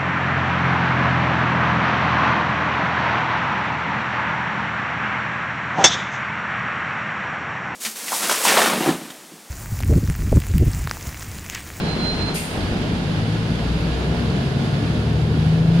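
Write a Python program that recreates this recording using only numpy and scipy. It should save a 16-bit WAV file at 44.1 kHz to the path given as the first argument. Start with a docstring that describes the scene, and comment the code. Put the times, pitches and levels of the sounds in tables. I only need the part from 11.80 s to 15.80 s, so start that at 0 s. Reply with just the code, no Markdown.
"""A diesel engine, heard from inside a city bus that pulls through a junction. It eases off for a gear
change, then climbs again, and its tones boom in turn as they pass the cabin's resonances (the pitches
the cabin boosts). As it eases off, a thin friction squeal stops and a valve lets out a short, sharp
hiss of air. Behind it all are road rumble, ventilation and faint rattles of loose trim."""
import sys
import numpy as np
from scipy import signal
from scipy.fft import rfft, irfft
from scipy.io import wavfile

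SR = 44100
rng = np.random.default_rng(int(sys.argv[2]) if len(sys.argv) > 2 else 0)


def persist_wave(psi):
    """Save psi, clipped to +-1, as 16-bit WAV."""
    counts = np.round(np.clip(psi, -1, 1) * 32767).astype(np.int16)
    wavfile.write(sys.argv[1], SR, np.atleast_2d(counts).T)


N = 176400
T = np.arange(N) / SR
HZ = np.fft.rfftfreq(N, 1 / SR)

# Engine speed. Each row: time in seconds, firings per second.
ENGINE_SPEED = [(0, 59.5), (.3, 58.8), (.55, 57.5), (.8, 47), (1.5, 54.3), (1.9, 59.6), (2.4, 64.4),
                (2.7, 66.8), (3, 70.4), (3.5, 77), (4, 84.1)]
# How hard the engine works. Each row: time in seconds, load in dB.
ENGINE_LOAD = [(0, -13), (.2, -11), (.48, -6), (.58, -25), (.7, -26), (.79, -0.5), (1.2, -4), (1.5, -0.8),
               (2.2, -3.5), (2.7, -1), (3.2, -1.6), (3.6, -1), (4, -0.5)]
# Engine tones. Each row: multiple of the cycle rate, base level in dB,
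# dB lost per Hz of firing rate below CRUISE_HZ, dB gained per dB of load.
ENGINE_TONES = [(5, -38, 0, 1), (6, -24, 0, 1), (7, -31.5, .4, 1), (8, -27, .65, 1), (9, -22, .45, 1.6),
                (10, -29, .05, 1.6), (11, -35, .2, 1), (12, -23.5, 0, 2), (13, -41, 0, 1), (14, -38, 0, 1),
                (15, -38, 0, 1), (16, -39, 0, .3), (18, -34.5, 0, .3), (24, -38, 0, 1), (30, -38, 0, 1),
                (36, -37, 0, 1)]
# Cabin resonances. Each row: pitch in Hz, width in Hz, gain in dB.
CABIN_RESONANCES = [(49, 6, -8.5), (61.4, 6, 1.8), (76, 7.5, -1.3), (89, 9, -8), (99, 7, -7),
                    (110.5, 12, 0), (121, 7, -5.5), (135.5, 12, 1.7), (145.5, 8, -2), (154, 8, 2),
                    (164.5, 15, 8.4), (178, 18, -2), (202, 20, -5), (235, 30, -4), (380, 260, -9)]
# Tone colours of the noises. Each row: frequency in Hz, relative strength in dB.
CLATTER_COLOUR = [(150, -33), (420, 1.5), (800, 2.5), (1200, -5), (1700, -4), (2800, -9.5), (5000, -15.5),
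                  (12000, -44)]
HISS_COLOUR = [(1500, -30), (2000, -9), (2400, -15), (3200, 2.5), (3700, -6), (4800, 2.5), (5600, -7),
               (6500, -2), (7600, -4), (8200, -2), (8850, 4.5), (9500, 0), (10000, -1.5), (11000, -3.5),
               (12600, -7.5), (14000, -13), (15500, -19)]
ROAD_COLOUR = [(12, -28), (29, -0.5), (40, -7), (58, 1), (72, -8), (88, 1.5), (108, -1), (125, -7),
               (148, 2), (162, -0.5), (178, 3), (210, -1.5), (235, -3), (325, -6.5), (450, -8), (550, -14),
               (720, -16.5), (1100, -25), (2500, -44), (8000, -59.5)]
AIR_COLOUR = [(530, -11), (900, -1), (1070, 0), (1150, -2), (1440, -1.5), (1740, -1), (1910, -4.5),
              (2390, -5.5), (2790, -4), (3500, -5.5), (4200, -8.5), (4780, -9), (5650, -18.5), (6700, -19),
              (8130, -26), (9000, -23.5), (9450, -20.5), (10000, -29), (11300, -28), (15000, -53)]
RATTLE_COLOUR = [(400, -12), (1500, 9), (4500, 5), (7000, -11), (10000, -20), (15000, -28)]
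# How the noises rise and fall. Each row: time in seconds, gain in dB.
CLATTER_GAIN = [(0, -34), (.2, -34), (.53, -32.5), (.6, -42), (.7, -37), (.8, -36.5), (1.3, -39.5),
                (2.8, -39.5), (4, -41)]
ROAD_GAIN = [(0, -24.5), (.52, -25.5), (.59, -31), (.69, -29.5), (.79, -24), (1.6, -25.5), (2.3, -24),
             (3.3, -24.5), (4, -25.5)]
DEEP_RUMBLE_GAIN = [(0, -1), (.7, 0), (1.05, -3), (1.6, -3), (2.2, -2.5), (3, -8), (3.45, -3.5), (4, 4)]
PANEL_GAIN = [(0, 0.5), (.5, -1.5), (.65, -6.5), (1, -1), (1.9, -1), (2.3, 3.5), (2.95, 4), (3.4, 1.5),
              (4, -2)]
AIR_GAIN = [(.5, -39.5), (.66, -41.5), (0.85, -39.5), (1.21, -40), (3.18, -40.5), (3.43, -43),
            (3.66, -41.5), (3.91, -43.5), (3.95, -40.5)]
# The squeal's strength. Each row: time in seconds, left gain in dB, right gain in dB.
SQUEAL_GAINS = [(0, -42, -51), (.05, -45, -44), (.09, -44, -33.5), (.14, -50, -31.5), (.167, -41, -48),
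                (.2, -38, -33.5), (.245, -41, -27.5), (.3, -31, -24.5), (.335, -38, -32), (.365, -36, -49),
                (.395, -33, -36), (.425, -46, -26.5), (.467, -43, -36), (.488, -46, -26), (.515, -44, -43),
                (.533, -41, -41), (.57, -54, -54)]
# Ringing panels. Each row: pitch in Hz, width in Hz, base level in dB.
PANEL_RINGS = [(154.6, 5.7, -38), (233.3, 21.7, -36.5), (288.7, 3.4, -42), (457, 39, -47), (617, 21, -50),
               (701, 16, -52.5), (1437, 23, -56.5), (1692, 13, -57.5)]
# Clear ticks of the trim. Each row: start in seconds, level in dB.
TRIM_TICKS = [(.805, -38), (.826, -42), (1.02, -36)]
# Balance of the hiss and of all other noise. Each row: frequency in Hz, left minus right in dB.
HISS_BALANCE = [(2000, -2), (4400, -7), (6000, 2), (7000, -1), (8200, 20), (9000, 14), (10000, 6),
                (11000, -5), (13000, 3), (14200, 6), (15000, 25)]
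CABIN_BALANCE = [(60, 0), (87, 3), (130, 2), (180, -1.2), (260, 2.3), (380, 1.5), (550, -2), (790, -0.5),
                 (1140, -1.5), (1650, 0.1), (2380, -2.0), (3440, -7), (4970, -4.5), (7180, 5), (10400, 8.5),
                 (15000, -2)]
# How alike the two sides are. Each row: frequency in Hz, likeness from 0 to 1.
SIDE_LIKENESS = [(30, .88), (60, .96), (150, .985), (290, .91), (400, .76), (550, .62), (720, .8),
                 (1100, .15), (1400, .48), (1650, .15), (1900, .42), (2400, .1), (3400, .22), (6000, .1)]
# How far the left side runs ahead. Each row: frequency in Hz, lead in radians.
LEFT_LEAD = [(100, -.05), (400, .05), (750, .2), (1450, 1.2), (1890, 3.6), (3450, 6)]

CYLINDERS, CRUISE_HZ = 6, 75


def engine(firing_hz):
    """The firing cylinders make a stack of tones; each swells as it passes a cabin resonance."""
    waver_db, left_louder_db = .5, 1.4
    cabin = np.sqrt(sum((amp(db) * resonance(hz, width)) ** 2 for hz, width, db in CABIN_RESONANCES))
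    cycle_hz = firing_hz / CYLINDERS  # each cylinder fires once per cycle
    cycles = np.cumsum(cycle_hz) / SR
    load_db = curve(ENGINE_LOAD)
    slowdown_hz = np.maximum(CRUISE_HZ - firing_hz, 0)
    tones = np.zeros(N)
    for multiple, db, loss, pull in ENGINE_TONES:
        level = amp(db + pull * load_db - loss * slowdown_hz + waver_db * drift(23))
        boom = np.interp(multiple * cycle_hz, HZ, cabin)
        tones += level * boom * np.sin(2 * np.pi * (multiple * cycles + rng.random()))
    return np.sqrt(2) * tones * sides(left_louder_db)[:, None]


def clatter(firing_hz):
    """Each firing of the diesel gives a puff of noise, uneven in strength."""
    since_firing = np.cumsum(firing_hz) / SR % 1  # runs from 0 to 1 between firings
    puffs = 2.1 + np.exp(-since_firing / .8)
    uneven_db = 1.75 * drift(27)
    return noise(spectrum(CLATTER_COLOUR), pulses=puffs) * amp(curve(CLATTER_GAIN) + uneven_db)


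def turbo(firing_hz):
    """The turbo adds a very faint, fuzzy whine that climbs with the engine."""
    hz = 144 * firing_hz * (1 + .018 * drift(150))
    level_db = -72 + .3 * (firing_hz - CRUISE_HZ)
    return amp(level_db) * np.sin(2 * np.pi * np.cumsum(hz) / SR)


def squeal():
    """Friction makes one slowly rising tone that swims between the sides and rings out briefly."""
    start_hz, rise_hz_per_s, boost_db, fall_db_per_s = 4121, 68, 2.5, 60
    hz = (start_hz + rise_hz_per_s * T) * (1 + .0011 * drift(60))
    gains_db = np.array([curve(SQUEAL_GAINS), curve(SQUEAL_GAINS, column=2)])
    fade_db = fall_db_per_s * np.maximum(T - SQUEAL_GAINS[-1][0], 0)
    phase = 2 * np.pi * np.cumsum(hz) / SR + np.array([[0], [np.pi / 2]])  # right side leads
    return np.sqrt(2) * amp(boost_db + gains_db - fade_db) * np.sin(phase)


def air_release():
    """A valve snaps open; the bright jet fills out, then dies with the pressure, lows and top first."""
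    start_s, rise_s, fill_s = .5416, .002, .015
    level_db, fall_db_per_s = -30.5, 84
    age = T - start_s
    unfilled = np.clip(1 - age / fill_s, 0, 1)
    fading_s = np.maximum(age - fill_s, 0)
    jet = noise(spectrum(HISS_COLOUR), HISS_BALANCE)
    low = below(jet, hz=5470)
    top = jet - below(jet, hz=12500)
    middle = jet - low - top
    hiss = low * amp(-13 * unfilled - 67 * fading_s)
    hiss += middle * amp(-8 * unfilled)
    hiss += top * amp(-25 * fading_s)
    return hiss * np.clip(age / rise_s, 0, 1) * amp(level_db - fall_db_per_s * fading_s)


def valve_outlet():
    """At full flow the jet briefly rings the valve's outlet, giving the hiss a hollow body."""
    start_s, rise_s, level_db, fall_db_per_s = .556, .005, -33.3, 130
    age = np.maximum(T - start_s, 0)
    ring = ringing_noise(hz=2460, width=770)
    return ring * np.minimum(age / rise_s, 1) * amp(level_db - fall_db_per_s * age)


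def road():
    """The road rumbles through the floor, and a few panels ring along."""
    bumps_db = .73 * drift(22)
    rumble = noise(spectrum(ROAD_COLOUR)) * amp(curve(ROAD_GAIN) + bumps_db)
    deep = below(rumble, hz=80)
    panels = sum(amp(db) * ringing_noise(hz, width) for hz, width, db in PANEL_RINGS)
    return rumble - deep + deep * amp(curve(DEEP_RUMBLE_GAIN)) + panels * amp(curve(PANEL_GAIN))


def ventilation():
    """Air from the vents and noise from the tyres blend into a smooth rush."""
    boost_db, low_cut_hz = 3, 815
    low_cut_db = 20 * np.log10(1e-6 + HZ ** 2 / (HZ ** 2 + low_cut_hz ** 2))
    rush = noise(spectrum(AIR_COLOUR) + low_cut_db)
    flutter_db = .37 * drift(8.1)
    return rush * amp(boost_db + curve(AIR_GAIN) + flutter_db)


def rattles():
    """Loose trim makes short, dry ticks: a few clear ones, and a faint random patter all along."""
    tick_decay_s, patter_decay_s, patter_per_s = .019, .006, 22
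    ticks = sum(amp(db) * (T > start) * np.exp(-abs(T - start) / tick_decay_s)
                for start, db in TRIM_TICKS)
    kicks = (rng.random(N) < patter_per_s / SR) * rng.uniform(.43, 1, N)
    # Give each kick a quickly fading tail.
    patter = amp(-39) * signal.lfilter([1], [1, -np.exp(-1 / (patter_decay_s * SR))], kicks)
    return noise(spectrum(RATTLE_COLOUR)) * (ticks + patter)


def noise(colour_db, balance=CABIN_BALANCE, pulses=1):
    """Stereo noise of a set strength; its two sides are alike in the bass and differ in the treble."""
    left, separate = rfft(rng.standard_normal((2, N)) * pulses)
    likeness = spectrum(SIDE_LIKENESS)
    shared = likeness * left * np.exp(-1j * spectrum(LEFT_LEAD))
    right = shared + np.sqrt(1 - likeness ** 2) * separate
    pair = irfft(np.array([left, right]) * amp(colour_db) * sides(spectrum(balance)), N)
    return pair / pair.mean(0).std()


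def ringing_noise(hz, width):
    """Noise gathered around one pitch."""
    return noise(20 * np.log10(resonance(hz, width)))


def resonance(hz, width):
    """A gain of 1 at one pitch that drops steeply on both sides."""
    return 1 / np.sqrt(1 + (2 * (HZ - hz) / width) ** 6)


def below(sound, hz):
    """Keeps the part of a sound below a frequency, with a soft edge."""
    return irfft(rfft(sound) / (1 + (HZ / hz) ** 8), N)


def drift(rate_hz):
    """A smooth random wobble with a typical size of 1."""
    return unit(irfft(rfft(rng.standard_normal(N)) / (1 + (HZ / rate_hz) ** 4), N))


def unit(x):
    """Scales a signal to an average power of 1."""
    return x / np.sqrt(np.mean(x ** 2) + 1e-20)


def sides(left_louder_db):
    """Left and right gains with an average power of 1."""
    pair = amp(np.array([left_louder_db, -left_louder_db]) / 2)
    return pair / np.sqrt((pair ** 2).mean(0))


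def curve(rows, column=1):
    """Joins the points of a time table, giving a value for every sample."""
    rows = np.array(rows)
    return np.interp(T, rows[:, 0], rows[:, column])


def spectrum(rows):
    """Joins the points of a frequency table, giving a value for every frequency."""
    hz, value = np.transpose(rows)
    return np.interp(np.log(HZ + 1), np.log(hz + 1), value)


def amp(db):
    """Turns decibels into a gain."""
    return 10 ** (np.asarray(db) / 20)


def scene():
    """Everything together, as heard from a seat."""
    firing_hz = curve(ENGINE_SPEED) * (1 + .0012 * drift(4.2))
    diesel = engine(firing_hz) + clatter(firing_hz) + turbo(firing_hz)
    return diesel + road() + ventilation() + squeal() + air_release() + valve_outlet() + rattles()


def record(dry):
    """Cuts away the very highest treble."""
    top_hz = 15750
    low_pass = signal.firwin(511, top_hz, window=("kaiser", 9), fs=SR)
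    return signal.oaconvolve(dry, low_pass[None], "same")


dry = scene()
out = record(dry)
persist_wave(out)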